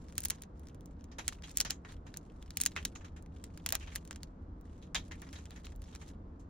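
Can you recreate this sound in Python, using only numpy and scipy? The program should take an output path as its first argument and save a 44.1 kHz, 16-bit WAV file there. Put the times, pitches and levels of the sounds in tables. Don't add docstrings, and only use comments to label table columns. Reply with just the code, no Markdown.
import sys
import numpy as np
from scipy.fft import rfft, irfft, next_fast_len
from scipy.io import wavfile
from scipy.ndimage import uniform_filter1d, map_coordinates

SR = 44100
rng = np.random.default_rng(int(sys.argv[2]) if len(sys.argv) > 2 else 0)


def transcribe(signal):
    frames = np.atleast_2d(signal).T
    limited = np.clip(frames, -1, 1)
    pcm = np.round(limited * 32767).astype(np.int16)
    wavfile.write(sys.argv[1], SR, pcm)


N = 286209

# (time [s], level over 2 ms [dB], brightness [dB per octave], pitch of the breaking piece [Hz])
CRACKS = [(0.1248, -52.5, -5.5, 9100), (0.155, -51, 1, 9700), (0.1807, -25, 1, 10800),
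          (0.205, -36, 7.5, 10000), (0.22, -48, -2, 6800), (0.2345, -39, 8.5, 9700),
          (0.2385, -36.5, 1, 9700), (0.251, -26, 7.5, 9500), (0.2556, -28, 3.5, 900),
          (0.285, -38.5, 5.5, 9600), (0.301, -26, 3.5, 9700), (0.3053, -26, 3, 1450),
          (0.4212, -40.5, 3.5, 10000), (0.4361, -48.5, -4.5, 6300), (0.5957, -56.5, 3, 11900),
          (0.6712, -54, -1.5, 5300), (0.686, -55.5, -2, 5830), (0.7468, -56.5, -1.5, 9900),
          (0.809, -58.5, 3, 3530), (0.8588, -52, 6, 6300), (1.0096, -61.5, -6, 5900),
          (1.0423, -53.5, -1, 6660), (1.2803, -23.5, -0.5, 7500), (1.289, -37, -2.5, 8650),
          (1.3253, -46, -7, 1130), (1.423, -51.5, -4, 5100), (1.5145, -47, 2.5, 6800),
          (1.5726, -21, 6, 7750), (1.5845, -35, 0, 6300), (1.601, -36.5, 3.5, 9700),
          (1.604, -20.5, 1.5, 4400), (1.6116, -24, 1.5, 5900), (1.651, -40.5, -1, 12000),
          (1.7066, -25.5, 1.5, 4900), (1.85, -50, -12, 1920), (1.9224, -50.5, -6, 10000),
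          (2.1414, -45, -5.5, 4300), (2.165, -53.5, -8.5, 7350), (2.172, -35, 7, 6700),
          (2.4265, -50, -2.5, 3330), (2.5065, -43, -1.5, 4400), (2.5719, -26, 5, 2500),
          (2.6024, -33.5, -1.5, 7800), (2.6113, -29.5, 2, 6940), (2.6148, -21, 5, 8650),
          (2.6363, -31.5, 4.5, 2100), (2.6542, -33.5, 3.5, 6200), (2.662, -19, 0, 6700),
          (2.671, -39, 5, 900), (2.7639, -32, -7, 2010), (2.8518, -25.5, 2, 3870),
          (2.8546, -34, -3.5, 6000), (2.9603, -46, -12.5, 2540), (3.225, -55.5, 4, 8300),
          (3.262, -59.5, -3.5, 2080), (3.4409, -40.5, -1.5, 7900), (3.5755, -45.5, -3.5, 10100),
          (3.6628, -26, -2, 12700), (3.6901, -30, 3, 2900), (3.705, -38, -2, 12100),
          (3.7244, -23, 1, 15000), (3.7472, -40.5, -4.5, 11000), (3.7527, -25.5, -0.5, 15000),
          (3.7545, -33.5, -1.5, 1090), (3.9542, -38, 1, 11000), (3.959, -29.5, -2, 10900),
          (3.9625, -38.5, -3, 9700), (4.0518, -51.5, 0.5, 900), (4.0764, -49.5, 0.5, 7600),
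          (4.1101, -37, -5.5, 7640), (4.129, -48.5, -4.5, 5760), (4.1604, -44.5, -4, 7300),
          (4.2323, -40, 0, 4620), (4.612, -61.5, 3.5, 15200), (4.9474, -29.5, -5.5, 7000),
          (5.1206, -46.5, -8.5, 6160), (5.219, -46, 4, 2300), (5.3295, -48, -1, 4360),
          (5.456, -49, -4, 6800), (5.5078, -49.5, -1.5, 3400), (5.6561, -50.5, 4, 3500),
          (5.6686, -46.5, -5, 3140), (5.7614, -54, 10.5, 970), (5.82, -50, -1, 9700),
          (5.951, -44.5, -5, 7900), (5.9596, -47.5, -3.5, 5040)]


def bites(room_db=-20, room_slope=0.93):
    times, levels, slopes, pitches = np.transpose(CRACKS)
    direct = snaps(np.array(CRACKS), rise=.00018, t60=.0018, strain_db=-26.5,
                   ring_db=-17, ring_t60=0.009, pitch_db=5)
    echo_levels = levels + room_db - .5 * slopes
    echo_slopes = room_slope + 0.71 * slopes
    echoes = np.transpose([times, echo_levels, echo_slopes, pitches])
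    return direct + tails(echoes, rise=0.00017, t60=0.058, grain_db=2.5, pitch_db=-3.5)


# (frequency [Hz], level per Hz [dB])
SNAP_COLOUR = [(150, -40), (500, -20), (800, -16), (1200, -10), (1700, -5), (2400, -5), (3200, -5),
               (5000, -4), (6300, -2), (8500, 0), (10500, -3), (12500, -8), (15500, -9), (16800, -18)]
# (frequency [Hz], phase by which the left port leads [rad])
LEFT_LEAD = [(100, 0), (780, .7), (1200, -1.0), (1720, .1), (2500, .75), (3900, .4), (5000, 1.8),
             (5700, 1.6), (8100, 2.6), (10300, 3.1), (12700, 3.8), (15100, 5.1)]


def snaps(events, rise, t60, strain_db, ring_db, ring_t60, pitch_db):
    lead_in, span = .005, .002
    t = np.arange(SR // 44) / SR - lead_in
    strain = amp(strain_db) * np.exp(-abs(t) / 0.00093)
    ring = amp(ring_db - 60 * abs(t) / ring_t60)
    onset = np.exp(-abs(t) / rise)
    decay = amp(-60 * abs(t) / t60)
    shape = strain + np.where(t < 0, onset, decay + ring)
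    spectra = rfft(rng.standard_normal((len(events), 1, len(t))) * shape)
    bursts = irfft(spectra / uniform_filter1d(abs(spectra), size=50))

    def colour_at_ports(hz):
        ports = np.exp(.5j * np.outer([1, -1], along(LEFT_LEAD, hz)))
        return amp(along(SNAP_COLOUR, hz)) * timbre(events, hz, pitch_db) * ports
    bursts = filtered(bursts, colour_at_ports)
    return placed(bursts, events[:, 0] - lead_in, events[:, 1], span)


# (time [s], level over 20 ms [dB], brightness [dB per octave], pitch of the scale [Hz])
KNOCKS = [(0.311, -51.5, -5.5, 6660), (1.115, -59.5, -4.5, 5050), (1.184, -41.5, -5, 10000),
          (1.435, -49.5, -2, 3270), (1.649, -41, -4, 5240), (1.699, -42, -2, 7100),
          (1.848, -53.5, -8, 1880), (1.888, -57, -7.5, 3900), (2.065, -56.5, -3.5, 885),
          (2.763, -43, -4, 2050), (2.769, -41.5, -6.5, 2640), (2.952, -51.5, -2.5, 6600),
          (3.008, -59.5, -9, 7500), (3.045, -54, -2.5, 1274), (3.163, -58.5, -5.5, 8900),
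          (3.724, -42, -7, 714), (3.807, -55, -3, 2900), (3.825, -54.5, -2.5, 2620),
          (3.872, -52.5, -5, 3100), (3.918, -56, -2.5, 2290), (4.824, -62, -0.5, 3680),
          (4.9499, -32.5, -2, 3570), (5.111, -48, -4, 2080), (5.219, -53.5, -7, 9700),
          (5.266, -59.5, -8, 8900), (5.329, -53, -2.5, 9300), (5.355, -53, -3.5, 3960),
          (5.384, -57.5, -3.5, 8450), (5.514, -59.5, -7, 3480), (5.559, -55.5, -1, 1860),
          (5.644, -56, -2, 4170), (5.885, -65, -3, 7900), (5.926, -61.5, -4, 3660), (6.013, -55, -5, 8900),
          (6.076, -64.5, 3, 9170), (6.395, -69, 1.5, 8070)]


def knocks(contact_db=-4, contact_slope=-3):
    clatter = np.array(KNOCKS)
    ticks = clatter + [.001, contact_db, contact_slope, 0]
    contact = snaps(ticks, rise=0.00045, t60=0.0063, strain_db=-16.5,
                    ring_db=-37.5, ring_t60=0.0066, pitch_db=10)
    return contact + tails(clatter, rise=0.002, t60=0.12, grain_db=-1.5, pitch_db=5)


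# (frequency [Hz], level per Hz [dB])
THUD_COLOUR = [(120, -28), (300, -16.5), (500, -10), (800, -5), (1200, -5.5), (1800, -2.5), (2400, -5),
               (3200, -4.5), (4500, -10), (6800, 0), (9000, -19), (11000, -8), (13000, -27.5), (16000, -29)]
# (frequency [Hz], width [Hz], gain against the unresonant sound [dB])
WOOD_MODES = [(860, 60, -34.5), (1828, 160, -12), (2420, 90, -6.5), (2740, 72, -8.5), (3200, 110, -5.5),
              (3900, 51, 7), (4360, 50, 5)]


def tails(events, rise, t60, grain_db, pitch_db):
    t = np.arange(SR // 7) / SR
    steps = rng.standard_normal((len(events), 1, len(t) // 20 + 1))
    grain = np.repeat(steps, 20, axis=2)[..., :len(t)]
    shape = (1 - np.exp(-t / rise)) * amp(-60 * t / t60 + grain_db * grain)
    bursts = surround(rng.standard_normal((len(events), 2, len(t)))) * shape

    def colour(hz):
        wood = 1 + sum(amp(db) * resonance(hz, centre, width) for centre, width, db in WOOD_MODES)
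        return amp(along(THUD_COLOUR, hz)) * wood * timbre(events, hz, pitch_db)
    return placed(filtered(bursts, colour), events[:, 0], events[:, 1], 1 / 50)


# (frequency [Hz], level per Hz [dB])
RUSTLE_COLOUR = [(400, -25), (1200, -8), (2000, -3), (3500, 0), (5000, -2), (7000, 1), (9000, -4),
                 (11000, -8), (13000, -19), (16000, -25)]


def nibbling(rustle_db=-3, rasp_db=5, stroke_db=4.0, tick_db=-69, tick_follows=0.69, scatter_db=4.0,
             tick_slope=-6.0, slope_spread=3, count=220):
    flutter_db = rasp_db * wobble(600) + stroke_db * wobble(45)
    rasp = unit(amp(flutter_db) * wash(RUSTLE_COLOUR))
    rustle = amp(rustle_db) * effort(np.arange(N) / SR) * rasp
    when, size, colour, piece = rng.random((count, 4)).T
    times = (np.arange(count) + when) / count * N / SR
    effort_db = 20 * np.log10(effort(times))
    follow_db = tick_follows * (effort_db - np.median(effort_db))
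    levels = tick_db + follow_db - scatter_db * np.log(size + 0.036)
    slopes = tick_slope + slope_spread * (2 * colour - 1)
    pitches = 2500 * 2 ** (2 * piece)
    ticks = np.transpose([times, levels, slopes, pitches])
    return rustle + snaps(ticks, rise=0.0004, t60=0.004, strain_db=-16,
                          ring_db=3.5, ring_t60=0.047, pitch_db=4)


# (start time [s], length [s], effort [dB])
BOUTS = [(0.003, 0.21, -68), (0.2, 0.16, -67.5), (0.35, 0.099, -76), (0.566, 0.19, -81.5),
         (0.804, 0.6, -86), (1.259, 0.091, -60.5), (1.467, 0.18, -59.5), (1.865, 0.083, -65),
         (2.078, 0.58, -75), (2.57, 0.07, -58.5), (2.69, 0.21, -63), (2.93, 0.17, -77),
         (3.343, 0.33, -71.5), (3.688, 0.31, -63.5), (4.018, 0.26, -76.5), (4.663, 0.22, -76),
         (5.037, 0.7, -68.5), (5.83, 0.29, -66.5)]
BOUT_ATTACK_S, BOUT_RELEASE_S = 0.012, 0.013
GRIP_DB = -100


def effort(t):
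    total = amp(GRIP_DB)
    for start, length, db in BOUTS:
        before = np.maximum(start - t, 0) / BOUT_ATTACK_S
        after = np.maximum(t - start - length, 0) / BOUT_RELEASE_S
        total = total + amp(db) * np.exp(-(before + after))
    return total


# (frequency [Hz], level per Hz [dB])
RUMBLE_COLOUR = [(18, -36), (26, -8.5), (35, 1), (45, 4.5), (55, -0.5), (68, 6.5), (85, 6), (100, -5.5),
                 (125, -27.5), (400, -120)]
HUM_COLOUR = [(70, -2.5), (110, -1.5), (135, -1.5), (160, 3), (195, 0), (225, -0.5), (285, -1), (325, -4.5),
              (380, -10), (470, -10), (530, -13.5), (620, -16.5), (750, -20), (1200, -93)]
HISS_COLOUR = [(200, -20), (500, -2), (900, 0), (1300, -4.5), (2000, -18.5), (2500, -25), (4500, -30),
               (7000, -34), (9000, -43), (16000, -56)]
# (frequency [Hz], level about which each wavers [dB])
HUM_TONES = [(44.5, -59.5), (166, -68.5)]
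RUMBLE_DB, RUMBLE_SWING_DB, RUMBLE_SWELLS_PER_S = -51, 2.5, 7.2
HISS_DB = -66


def hum(hum_db=-54.0):
    t = np.arange(N) / SR
    swell = amp(RUMBLE_SWING_DB * wobble(RUMBLE_SWELLS_PER_S))
    rumble = amp(RUMBLE_DB) * unit(swell * wash(RUMBLE_COLOUR))
    drone = amp(hum_db + 0.8 * wobble(4.7)) * wash(HUM_COLOUR)
    tones = np.zeros(N)
    for hz, db in HUM_TONES:
        level = amp(db + 2 * wobble(2.4)) * np.sqrt(2)
        tones += level * np.sin(2 * np.pi * hz * t + 1.5 * wobble(5))
    return rumble + drone + tones + amp(HISS_DB) * wash(HISS_COLOUR)


def wash(spectrum):
    noise = surround(rng.standard_normal((2, N)))
    return unit(filtered(noise, lambda hz: amp(along(spectrum, hz))))


# (frequency [Hz], side minus mid level [dB])
SPREAD = [(60, -36), (110, -29), (200, -20), (380, -9), (700, 1), (1290, 2), (2380, -6), (4400, -3),
          (6000, 0), (8120, 6), (10000, 11), (12000, 7), (15000, 0)]


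def surround(pair):
    def shares(hz):
        side = amp(along(SPREAD, hz))
        return np.array([np.ones_like(side), side]) / np.hypot(1, side)
    return np.array([[1, 1], [1, -1.07]]) @ filtered(pair, shares)


def timbre(events, hz, pitch_db, sharpness=4.4):
    slope, pitch = np.transpose(events)[2:, :, None, None]
    octaves = np.log2(np.clip(hz, 1200, 14000) / 4000)
    return amp(slope * octaves) * (1 + amp(pitch_db) * resonance(hz, pitch, pitch / sharpness))


def resonance(hz, centre_hz, width_hz):
    return 1j * hz * width_hz / (centre_hz ** 2 - hz ** 2 + 1j * hz * width_hz)


def placed(bursts, times, db, span):
    energy = np.sum(bursts ** 2, axis=(1, 2)) / 2
    gains = amp(db) * np.sqrt(span * SR / (energy + 1e-20))
    out = np.zeros((2, N + SR))
    for burst, s, gain in zip(bursts, times, gains):
        first = max(round(s * SR), 0)
        out[:, first:][:, :burst.shape[1]] += gain * burst
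    return out[:, :N]


def filtered(x, response):
    n = x.shape[-1]
    m = next_fast_len(n + n // 4)
    return irfft(rfft(x, m) * response(np.fft.rfftfreq(m, 1 / SR)), m)[..., :n]


def wobble(rate):
    knots = rng.standard_normal(int(N * rate / SR) + 4)
    return map_coordinates(knots, [np.arange(N) * rate / SR])


def along(points, hz):
    f, v = np.transpose(points)
    return np.interp(np.log(hz + 1), np.log(f + 1), v)


def amp(db):
    return 10 ** (np.asarray(db) / 20)


def unit(x):
    return x / np.sqrt(np.mean(x ** 2) + 1e-20)


def scene():
    return bites() + knocks() + nibbling() + hum()


TOP_HZ = 16900


def record(dry):
    return filtered(dry, lambda hz: np.clip((TOP_HZ - hz) / 1000, 0, 1) ** 2)


dry = scene()
out = record(dry)
transcribe(out)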